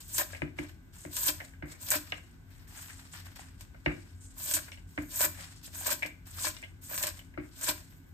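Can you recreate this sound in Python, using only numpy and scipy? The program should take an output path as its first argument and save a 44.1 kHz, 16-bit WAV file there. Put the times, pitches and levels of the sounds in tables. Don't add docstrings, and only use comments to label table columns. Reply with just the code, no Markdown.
import sys
import numpy as np
from scipy import signal
from scipy.fft import rfft, irfft, next_fast_len
from scipy.io import wavfile

SR = 44100
rng = np.random.default_rng(int(sys.argv[2]) if len(sys.argv) > 2 else 0)


def inscribe(sig):
    pcm = np.round(np.clip(np.atleast_2d(sig).T, -1, 1) * 32767)
    wavfile.write(sys.argv[1], SR, pcm.astype(np.int16))


N = 358533


def from_db(db):
    return 10 ** (np.asarray(db) / 20)


def rms_one(x):
    return x / np.sqrt(np.mean(x ** 2) + 1e-20)


def at_hz(points, column):
    hz = np.fft.rfftfreq(next_fast_len(N), 1 / SR) + 1e-3
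    points = np.array(points)
    return np.interp(np.log(hz), np.log(points[:, 0]), points[:, column])


def coloured(x, spectrum):
    size = next_fast_len(N)
    gain = rms_one(from_db(at_hz(spectrum, 1)))
    return irfft(rfft(x, size) * gain, size)[..., :N]


def low_passed(x, hz):
    return signal.sosfilt(signal.butter(2, hz, fs=SR, output="sos"), x)


def resonance(x, hz, width_hz):
    r = np.exp(-np.pi * width_hz / SR)
    return signal.lfilter([(1 - r * r) / 2, 0, (r * r - 1) / 2], [1, -2 * r * np.cos(2 * np.pi * hz / SR), r * r], x)


def dying(x, length_s):
    return signal.lfilter([1], [1, -np.exp(-1 / (length_s * SR))], x)


def grains(per_s, spread_db, length_s, bed):
    sizes = from_db(spread_db * np.minimum(rng.exponential(1, N), 4))
    bursts = sizes * (rng.random(N) < per_s / SR)
    return rms_one(bed + rms_one(dying(bursts, length_s)))


def struck(times, levels_db, tilts_db, modes, spread_db, damping=1):
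    at = np.minimum((np.asarray(times) * SR).astype(int), N - 1)
    out = np.zeros((2, N))
    chance = rng.standard_normal((len(at), len(modes), 3))
    centre_hz = np.exp(np.mean(np.log(np.array(modes)[:, 0])))
    for k, (hz, mode_db, t60) in enumerate(modes):
        clicks = np.full((2, N), 1e-18)
        level_db = levels_db + mode_db + tilts_db * np.log2(hz / centre_hz)
        strength = from_db(level_db[:, None] + spread_db * chance[:, k, :2])
        strength[:, 1] *= np.sign(chance[:, k, 2])
        np.add.at(clicks.T, at, strength)
        r = from_db(-60 * damping / (t60 * SR))
        w = 2 * np.pi * hz / SR
        ring = signal.lfilter([0, np.sin(w)], [1, -2 * r * np.cos(w), r * r], clicks)
        out += ring * (-1) ** k
    return out


def cracks(times, levels_db, pitches_hz, t60s):
    out, t = np.zeros((2, N + SR)), np.arange(SR // 5) / SR
    noise = rng.standard_normal((len(times), 2, len(t)))
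    for s, level_db, hz, t60, white in zip(times, levels_db, pitches_hz, t60s, noise):
        burst = white * from_db(-60 * t / t60)
        burst = resonance(resonance(burst, hz, 0.13 * hz), hz, 0.98 * hz)
        start = int(s * SR)
        out[:, start:start + len(t)] += from_db(level_db) * burst / np.abs(burst).max()
    return out[:, :N]


# f/Hz, relative level/dB per Hz
ROOM_AIR = [(25, -23), (40, 1.5), (70, -11), (120, -12.5), (200, -17.5), (330, -20.5), (480, -33.5),
            (1000, -34), (1550, -37), (2500, -39.5), (5000, -46), (8300, -45), (10500, -58), (15000, -40.5)]
ROOM_AIR_DB = -57.5


def room_air():
    return from_db(ROOM_AIR_DB) * coloured(rng.standard_normal((2, N)), ROOM_AIR)


# f/Hz, width of each of two filter passes/Hz, rms level/dB
MOTOR_HUM = [(46.3, 35.5, -61.5), (87.26, 14, -57), (162.2, 13, -69), (265.2, 6.2, -70.5)]


def motor_hum():
    white = rng.standard_normal((2, N))
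    return sum(from_db(db) * rms_one(resonance(resonance(white, hz, width), hz, width)) for hz, width, db in MOTOR_HUM)


# f/Hz, rms level/dB
MAINS_BUZZ = [(1400, -91), (1501, -77.5), (1600, -81), (1700, -87), (1800, -103), (2001, -85.5),
              (2202, -84)]


def mains_buzz():
    t = np.arange(N) / SR
    phases = rng.uniform(0, 2 * np.pi, (len(MAINS_BUZZ), 2, 1))
    return sum(np.sqrt(2) * from_db(db) * np.sin(2 * np.pi * hz * t + phase)
               for (hz, db), phase in zip(MAINS_BUZZ, phases))


KITCHEN_T60_S, KITCHEN_TREBLE_T60_S, WALL_CUT_HZ = 0.33, 0.32, 1900


def kitchen(x):
    t, size = np.arange(SR // 2) / SR, next_fast_len(N + SR // 2)
    white = rng.standard_normal((2, len(t)))
    low = low_passed(white, WALL_CUT_HZ)
    treble = white - low
    echo = low * from_db(-60 * t / KITCHEN_T60_S) + treble * from_db(-60 * t / KITCHEN_TREBLE_T60_S)
    echo *= np.clip(t / .008 - .5, 0, 1)
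    echo /= np.sqrt(np.sum(echo ** 2) / 2)
    return irfft(rfft(x, size) * rfft(echo, size), size)[:, :N]


# t/s, peak level/dB, brightness/dB per octave, thump relative level/dB,
# rattle relative level/dB, crack f/Hz, rattle t60/s
KNOCKS_ON_BOWL = [(0.419, -27.5, -2.5, -2.5, -10.5, 2260, 0.073), (0.587, -28, -2, -7, -14.5, 2080, 0.096),
                  (1.0507, -41, -6.5, -1.5, -11, 1640, 0.14), (1.624, -38, -4.5, 0, -8, 1570, 0.45),
                  (2.1212, -24, 6, -29, -14, 2730, 0.097), (3.8608, -20, -2, -6, -15, 2260, 0.18),
                  (4.9774, -27, -3, -7, -10.5, 1710, 0.098), (7.3754, -36, -5, 0.5, -11, 1330, 0.24)]
BOUNCE_S, BOUNCE_DB, BOUNCE_TILT_DB, BOUNCE_THUMP_DB = 0.058, -22.5, -2.5, 6.5


def with_bounces():
    rows = np.array(KNOCKS_ON_BOWL)
    bounce = [BOUNCE_S, BOUNCE_DB, BOUNCE_TILT_DB, BOUNCE_THUMP_DB, 0, 0, 0]
    return np.r_[rows, rows + bounce].T


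# f/Hz, relative level/dB, t60/s
AIR_AND_WORKTOP = [(60.5, -7.5, 0.17), (102.7, -5.5, 0.13), (160, -8, 0.12), (224, -10, 0.068),
                   (251, -9.5, 0.11), (296.1, -0.5, 0.14), (352.5, -0.5, 0.092)]
# t/s, level into the modes/dB
BOWL_JOLTS = [(0.185, -48), (1.285, -46.5), (1.955, -46), (2.342, -62), (4.54, -49.5), (5.247, -43),
              (5.92, -48.5), (6.045, -49), (6.462, -51), (7.034, -53), (7.684, -43)]
THUMP_LAG_S, THUMP_PUSH_HZ = 0.00426, 337
THUMP_TILT_DB, JOLT_TILT_DB = 0.6, 4.0


def thumps():
    s, peak_db, tilt_db, thump_db, *rest = with_bounces()
    jolt_s, jolt_db = np.transpose(BOWL_JOLTS)
    times = np.r_[s + THUMP_LAG_S, jolt_s]
    levels_db = np.r_[peak_db + thump_db, jolt_db]
    tilts_db = np.r_[np.full(len(s), THUMP_TILT_DB), np.full(len(jolt_s), JOLT_TILT_DB)]
    return low_passed(struck(times, levels_db, tilts_db, AIR_AND_WORKTOP, spread_db=2.5), THUMP_PUSH_HZ)


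# f/Hz, relative level/dB, t60/s
BOWL_WALL = [(598, -1, 0.029), (714, -3.5, 0.021), (900, -6, 0.025), (1020, -27, 0.022),
             (1629, -3.5, 0.051), (1920, -1, 0.022), (2080, 0, 0.052), (2260, 1, 0.032), (2380, -11, 0.095),
             (2910, -8, 0.071), (3450, -20, 0.069), (4050, -11, 0.0086), (4740, -46, 0.0044),
             (5650, -6, 0.0061)]
# f/Hz, relative level/dB per Hz
RATTLE_COLOUR = [(250, -26), (500, 4.5), (900, -4), (1600, 4), (2250, 7), (3200, -18.5), (5000, -16.5),
                 (9000, -74)]


def knocks():
    s, peak_db, tilt_db, thump_db, rattle_db, crack_hz, rattle_t60 = with_bounces()
    shaking, t = np.zeros(N), np.arange(SR // 2) / SR
    starts = ((s + 0.00263) * SR).astype(int)
    for start, level_db, t60 in zip(starts, peak_db + rattle_db, rattle_t60):
        shaking[start:start + len(t)] += from_db(level_db - 60 * t / t60)
    shaking *= grains(per_s=890, spread_db=10.5, length_s=0.014, bed=0.43)
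    rattle = coloured(shaking * rng.standard_normal((2, N)), RATTLE_COLOUR)
    crack = cracks(s, peak_db, crack_hz, np.full(len(s), .015))
    tick = struck(s, peak_db - 10, tilt_db, BOWL_WALL, spread_db=0.5)
    return tick + crack + rattle


# t/s, peak level/dB, brightness/dB per octave, crack f/Hz
LANDING_PIECES = [(0.3322, -36.5, -4, 1720), (0.348, -32.5, 1, 2300), (1.402, -32.5, 3, 1810),
                  (1.416, -45, -10, 2094), (1.5358, -50.5, 0, 1600), (2.9, -43, 8, 1720),
                  (3.052, -51, 1, 1230), (3.745, -48, -4.5, 1460), (4.6806, -44, -4, 1580),
                  (4.7187, -38, 13, 2730), (4.774, -47, 0, 2750), (5.3874, -38.5, -3.5, 2020),
                  (6.0232, -28, 1.5, 2250), (6.0299, -23.5, 2.5, 2300), (6.053, -32.5, -1.5, 2440),
                  (6.567, -42, 16.5, 3590), (6.6272, -38, 1, 2480), (6.6366, -36.5, 3, 2980),
                  (7.191, -41, 1, 3010), (7.3392, -50, -1, 2000)]
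PATTER_S = 0.032


def pieces(count=8):
    s, peak_db, tilt_db, crack_hz = np.transpose(LANDING_PIECES)
    later = rng.random((len(s), count))
    later[:, 0] = 0
    times = s[:, None] + later * PATTER_S
    levels_db = peak_db[:, None] - 12.5 - (later > 0) * (5.0 + 11.7 * later)
    tilts_db = np.repeat(tilt_db, count)
    taps = struck(times.ravel(), levels_db.ravel(), tilts_db, BOWL_WALL, spread_db=2.0, damping=1.11)
    return taps + cracks(s, peak_db - 3.5, crack_hz, np.full(len(s), 0.07))


def with_shear(gains):
    low, bright, top = gains
    return np.array([low, np.sqrt(low * bright), bright, top])


# t/s, rise/s, hold/s, rustle level/dB, fall/dB per s,
# low rub relative level/dB, sizzle relative level/dB
HAND_RUSTLES = [(0.0, 0.005, 0.03, -53, 247, -11.5, -4), (0.26, 0.034, 0.069, -56.5, 146, -3, -17),
                (0.559, 0.034, 0.043, -60, 208, 4, -21), (0.681, 0.0086, 0.0064, -62, 308, -4, -5),
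                (0.924, 0.014, 0.11, -55.5, 197, -11.5, -6), (1.326, 0.017, 0.076, -58.5, 150, -5.5, -8),
                (1.438, 0.0088, 0.0043, -55, 260, -11, -11), (1.655, 0.063, 0.0084, -52, 400, -8, -3),
                (1.995, 0.02, 0.088, -56.5, 102, -5.5, -7), (2.203, 0.041, 0.063, -81.5, 104, 7, -18),
                (2.467, 0.045, 0.13, -69.5, 200, 1, -2), (2.672, 0.085, 0.065, -50.5, 148, -6.5, -2.5),
                (2.858, 0.023, 0.18, -58.5, 98, -5.5, -10), (3.117, 0.024, 0.028, -54.5, 157, -1.5, -4),
                (3.353, 0.012, 0.03, -56.5, 132, -1, -27), (3.236, 0.028, 0.036, -67.5, 155, 3, -13),
                (3.456, 0.015, 0.012, -77, 200, 4, -17), (3.579, 0.024, 0.005, -59.5, 170, -5, -8),
                (3.71, 0.037, 0.1, -78, 100, 2, -10), (3.84, 0.012, 0.2, -64.5, 74, -4, -16),
                (4.201, 0.015, 0.042, -52.5, 350, -28, -20), (4.3, 0.0067, 0.005, -56.5, 500, -11, -22),
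                (4.612, 0.02, 0.042, -57.5, 152, -5, -14), (4.705, 0.013, 0.0078, -58.5, 212, -12, -13),
                (4.871, 0.025, 0.094, -64, 100, -11.5, -3), (4.977, 0.041, 0.01, -61, 198, -7, 0),
                (5.289, 0.099, 0.042, -50, 86, -4.5, -18), (5.627, 0.018, 0.021, -48, 352, -15, -5.5),
                (5.973, 0.02, 0.048, -58, 153, -5, -4), (6.253, 0.015, 0.14, -56, 100, -7, -2),
                (6.524, 0.02, 0.076, -60, 157, -3, -18), (6.812, 0.023, 0.0071, -45.5, 255, -19, -6),
                (7.13, 0.01, 0.042, -58.5, 155, -5.5, -10), (7.404, 0.04, 0.013, -61, 153, -12, -6),
                (7.51, 0.03, 0.03, -69, 198, 1, -7), (7.752, 0.0091, 0.025, -56.5, 92, -4.5, -16),
                (7.876, 0.018, 0.089, -80.5, 150, -8, 13), (8.054, 0.01, 0.08, -81, 145.5, -19, 10)]
RUSTLE_RISE_DB = 16


def rustling_gains():
    t, out = np.arange(N) / SR, np.zeros((3, N))
    for s, rise, hold, peak_db, fall_db, low_db, top_db in HAND_RUSTLES:
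        span = slice(int(s * SR), int(s * SR) + SR)
        age = t[span] - s
        rising_db = RUSTLE_RISE_DB * np.maximum(1 - age / rise, 0)
        falling_db = fall_db * np.maximum(age - rise - hold, 0)
        level_db = peak_db - rising_db - falling_db
        out[:, span] += from_db([level_db + low_db, level_db, level_db + top_db])
    return with_shear(out)


# t/s, peak level/dB, crush relative level/dB
STALK_SNAPS = [(0.146, -29, -6), (0.1816, -13.5, -6.5), (1.167, -18, -6.5), (1.187, -22, -14),
               (1.224, -31, -15), (1.2827, -13, -11), (1.827, -27.5, -20), (1.8865, -22, -6),
               (1.9046, -8, -46), (1.9175, -17, -23), (1.9495, -43, 2), (3.3593, -36, -19),
               (3.609, -35, -1), (4.4236, -33, -18), (4.4872, -23, -9), (4.512, -15, -9),
               (4.5384, -11, -14.5), (5.022, -37, -16), (5.111, -38, -18), (5.159, -18.5, -43),
               (5.2416, -31.5, 7), (5.735, -44, 2), (5.8124, -39, -18), (5.8686, -12, -21),
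               (5.9044, -19, -22), (5.9284, -17, -8), (6.062, -32.5, 4), (6.3984, -34, 1.5),
               (6.8875, -49, -26), (6.942, -24.5, -4.5), (6.978, -21, -2), (7.0276, -14.5, -11),
               (7.036, -31.5, 14.5), (7.0694, -17, -13), (7.191, -38.5, -7), (7.6122, -26, -13),
               (7.643, -17.5, -13), (7.6835, -32.5, 9)]


def snap_gains():
    s, peak_db, crush_db = np.transpose(STALK_SNAPS)
    snaps = np.zeros((4, N))
    snaps[:, (s * SR).astype(int)] = with_shear(from_db([peak_db + crush_db - 12, peak_db - 8.5, peak_db - 10.5]))
    return dying(snaps, 0.00012) + from_db(-7.5) * dying(snaps, 0.011)


# bite t/s, tearing level/dB, swell length/s, level/dB,
# push length/s, level as the last stalks give way/dB, burst length/s, juicy crush at the end relative level/dB,
# sizzle relative level/dB
SCISSOR_CUTS = [(0.08, -54, 0.068, -38.5, 0.031, -28.5, 0.03, -11, -0.5),
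                (1.124, -49.5, 0.045, -38.5, 0.09, -29.5, 0.031, -9.5, -0.5),
                (1.812, -51.5, 0.019, -48, 0.078, -30, 0.047, -6, -1),
                (4.382, -47, 0.069, -38, 0.086, -29.5, 0.028, -11, -1.5),
                (5.103, -51.5, 0.051, -39.5, 0.049, -30.5, 0.049, -6, 2),
                (5.747, -44.5, 0.073, -41.5, 0.039, -34, 0.063, -5.5, -0.5),
                (6.365, -53.5, 0.049, -38.5, 0.028, -34.5, 0.036, -4.5, -2),
                (6.899, -47.5, 0.06, -41, 0.079, -40, 0.047, -3, 1),
                (7.566, -55, 0.07, -37.5, 0.043, -28.5, 0.017, -7, -4.5)]
BITE_DB_PER_S, LET_GO_DB_PER_S = 693, 605
GIVE_WAY_S, CREEP_DB, SAG_DB = 0.0038, 4.5, -1
CRUSH_EARLY_DB, CRUSH_MIDWAY_DB, CRUSH_GIVING_DB = -5, -8, -4.5
SIZZLE_FADES_DB_PER_S = 200


def cutting_gains():
    out = np.zeros((3, N))
    for bite, bite_db, swell, thick_db, push, burst_db, burst, crush_db, sizzle_db in SCISSOR_CUTS:
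        first = max(int(bite * SR) - SR // 10, 0)
        last = min(int(bite * SR) + SR // 2, N)
        t = np.arange(first, last) / SR
        times = np.cumsum([bite, swell, push, GIVE_WAY_S, burst])
        before, after = np.maximum(bite - t, 0), np.maximum(t - times[-1], 0)
        level_db = np.interp(t, times, [bite_db, thick_db, thick_db + CREEP_DB, burst_db, burst_db + SAG_DB])
        level_db = level_db - BITE_DB_PER_S * before - LET_GO_DB_PER_S * after
        crush_path_db = [CRUSH_EARLY_DB, CRUSH_MIDWAY_DB, CRUSH_MIDWAY_DB, CRUSH_GIVING_DB, 0]
        low_db = level_db + crush_db + np.interp(t, times, crush_path_db)
        top_db = level_db + sizzle_db - SIZZLE_FADES_DB_PER_S * after
        out[:, first:last] += from_db([low_db, level_db, top_db])
    return with_shear(out)


def pops(crushing):
    born = rng.random(N) < 260 / SR
    sizes = born * crushing * from_db(5.3 * np.minimum(rng.exponential(1, N), 4)) * rng.choice([-1, 1], (2, N))
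    pitches, dealt = np.geomspace(600, 5000, 10), rng.integers(0, 10, N)
    return sum(resonance(sizes * (dealt == k) + 1e-18, hz, hz / 7) * SR / hz for k, hz in enumerate(pitches))


# f/Hz, relative level/dB per Hz
CRUSH_COLOUR = [(200, -13), (400, -13.5), (600, -6.5), (1000, -3.5), (1600, -0.5), (2500, -1.5),
                (4000, -16.5)]
SHEAR_COLOUR = [(1500, -44.5), (2500, -2.5), (4000, 1.5), (5500, 2.5), (7000, -16)]
TEARING_COLOUR = [(4500, -25.5), (6200, -0.5), (7800, 5), (9500, -0.5), (10800, 0), (12000, -33)]
SIZZLE_COLOUR = [(10000, -35), (11500, -5.5), (13500, -2.5), (15000, 4), (16000, 7), (16500, -32)]
RUB_COLOUR = [(300, -39), (700, -2.5), (1200, -0.5), (1700, 4.5), (3000, -3.5), (4500, -12.5)]
# f/Hz, width/Hz, level/dB
BOWL_UNDER_CUT = [(322, 15, 20), (598, 46, 18), (998, 59, 14), (1600, 230, 9), (2300, 100, 6.5)]


def onions():
    own = np.array([grains(per_s=150, spread_db=4.0, length_s=0.01, bed=0.82) for kind in range(4)])
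    cutting = own * cutting_gains() * grains(per_s=500, spread_db=4.0, length_s=0.002, bed=4.6)
    handling = own * rustling_gains() * grains(per_s=360, spread_db=0.5, length_s=0.0047, bed=2.1)
    rubbing = handling[0].copy()
    handling[0] = 0
    rub = coloured(rubbing * rng.standard_normal((2, N)), RUB_COLOUR)
    tissue = (cutting + handling)[:, None] * rng.standard_normal((4, 2, N))
    snaps = snap_gains()[:, None] * rng.choice([-1, 1], (2, N))
    crush, shear, tearing, sizzle = tissue + snaps
    crush = coloured(crush, CRUSH_COLOUR)
    crush = crush + sum(from_db(db) * resonance(crush, hz, width) for hz, width, db in BOWL_UNDER_CUT)
    mix = from_db(-6.5) * crush + from_db(-4.0) * coloured(shear, SHEAR_COLOUR)
    mix += from_db(-5.0) * coloured(tearing, TEARING_COLOUR)
    mix += from_db(-0.5) * coloured(sizzle, SIZZLE_COLOUR)
    return mix + rub + from_db(-4.5) * pops(cutting[0] + 0.54 * rubbing)


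# f/Hz, left-
# right likeness (-1 to 1), left minus right level/dB
STEREO_IMAGE = [(30, .94, 2), (60, .86, 3), (125, .9, 1.5), (300, .65, 1), (500, -.1, 5), (1000, .2, 3),
                (2300, -.3, 2.5), (3200, .1, 3), (4800, -.3, 3), (6200, 0.05, 4), (7200, .6, 1.5),
                (7600, .999, 0), (8600, .999, 0), (9000, .5, 0), (9600, -.1, 0), (9950, -.999, 0),
                (10800, -.995, 0), (11300, .1, 0), (11800, .999, 0), (13500, .999, 0), (13900, .3, 0),
                (14400, -.5, 0), (14700, -.998, 0), (16000, -.99, 0)]


def stereo_image(paths):
    size = next_fast_len(N)
    common, opposed = rfft(paths, size)
    alike = np.clip(at_hz(STEREO_IMAGE, 1), -1, 1)
    tilt_db = at_hz(STEREO_IMAGE, 2)
    both = np.sqrt(1 + alike) * common + np.sqrt(1 - alike) * opposed * [[1], [-1]]
    return irfft(both * from_db(tilt_db * [[.5], [-.5]]), size)[:, :N]


CONTACT_HZ = 4160
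KITCHEN_DB = -12.5


def scene():
    background = room_air() + motor_hum() + mains_buzz()
    low = thumps()
    bowl = low_passed(knocks() + pieces(), CONTACT_HZ)
    near = onions()
    reflections = from_db(KITCHEN_DB) * kitchen(near + from_db(2.5) * bowl + from_db(7.5) * low)
    return stereo_image(background + reflections + low + bowl + near)


LOW_CUT_HZ, CUTOFF_HZ = 44.8, 16000


def record(dry):
    dry = signal.sosfilt(signal.butter(4, LOW_CUT_HZ, "high", fs=SR, output="sos"), dry)
    return signal.sosfilt(signal.cheby2(14, 80, CUTOFF_HZ * 1.03, fs=SR, output="sos"), dry)


dry = scene()
out = record(dry)
inscribe(out)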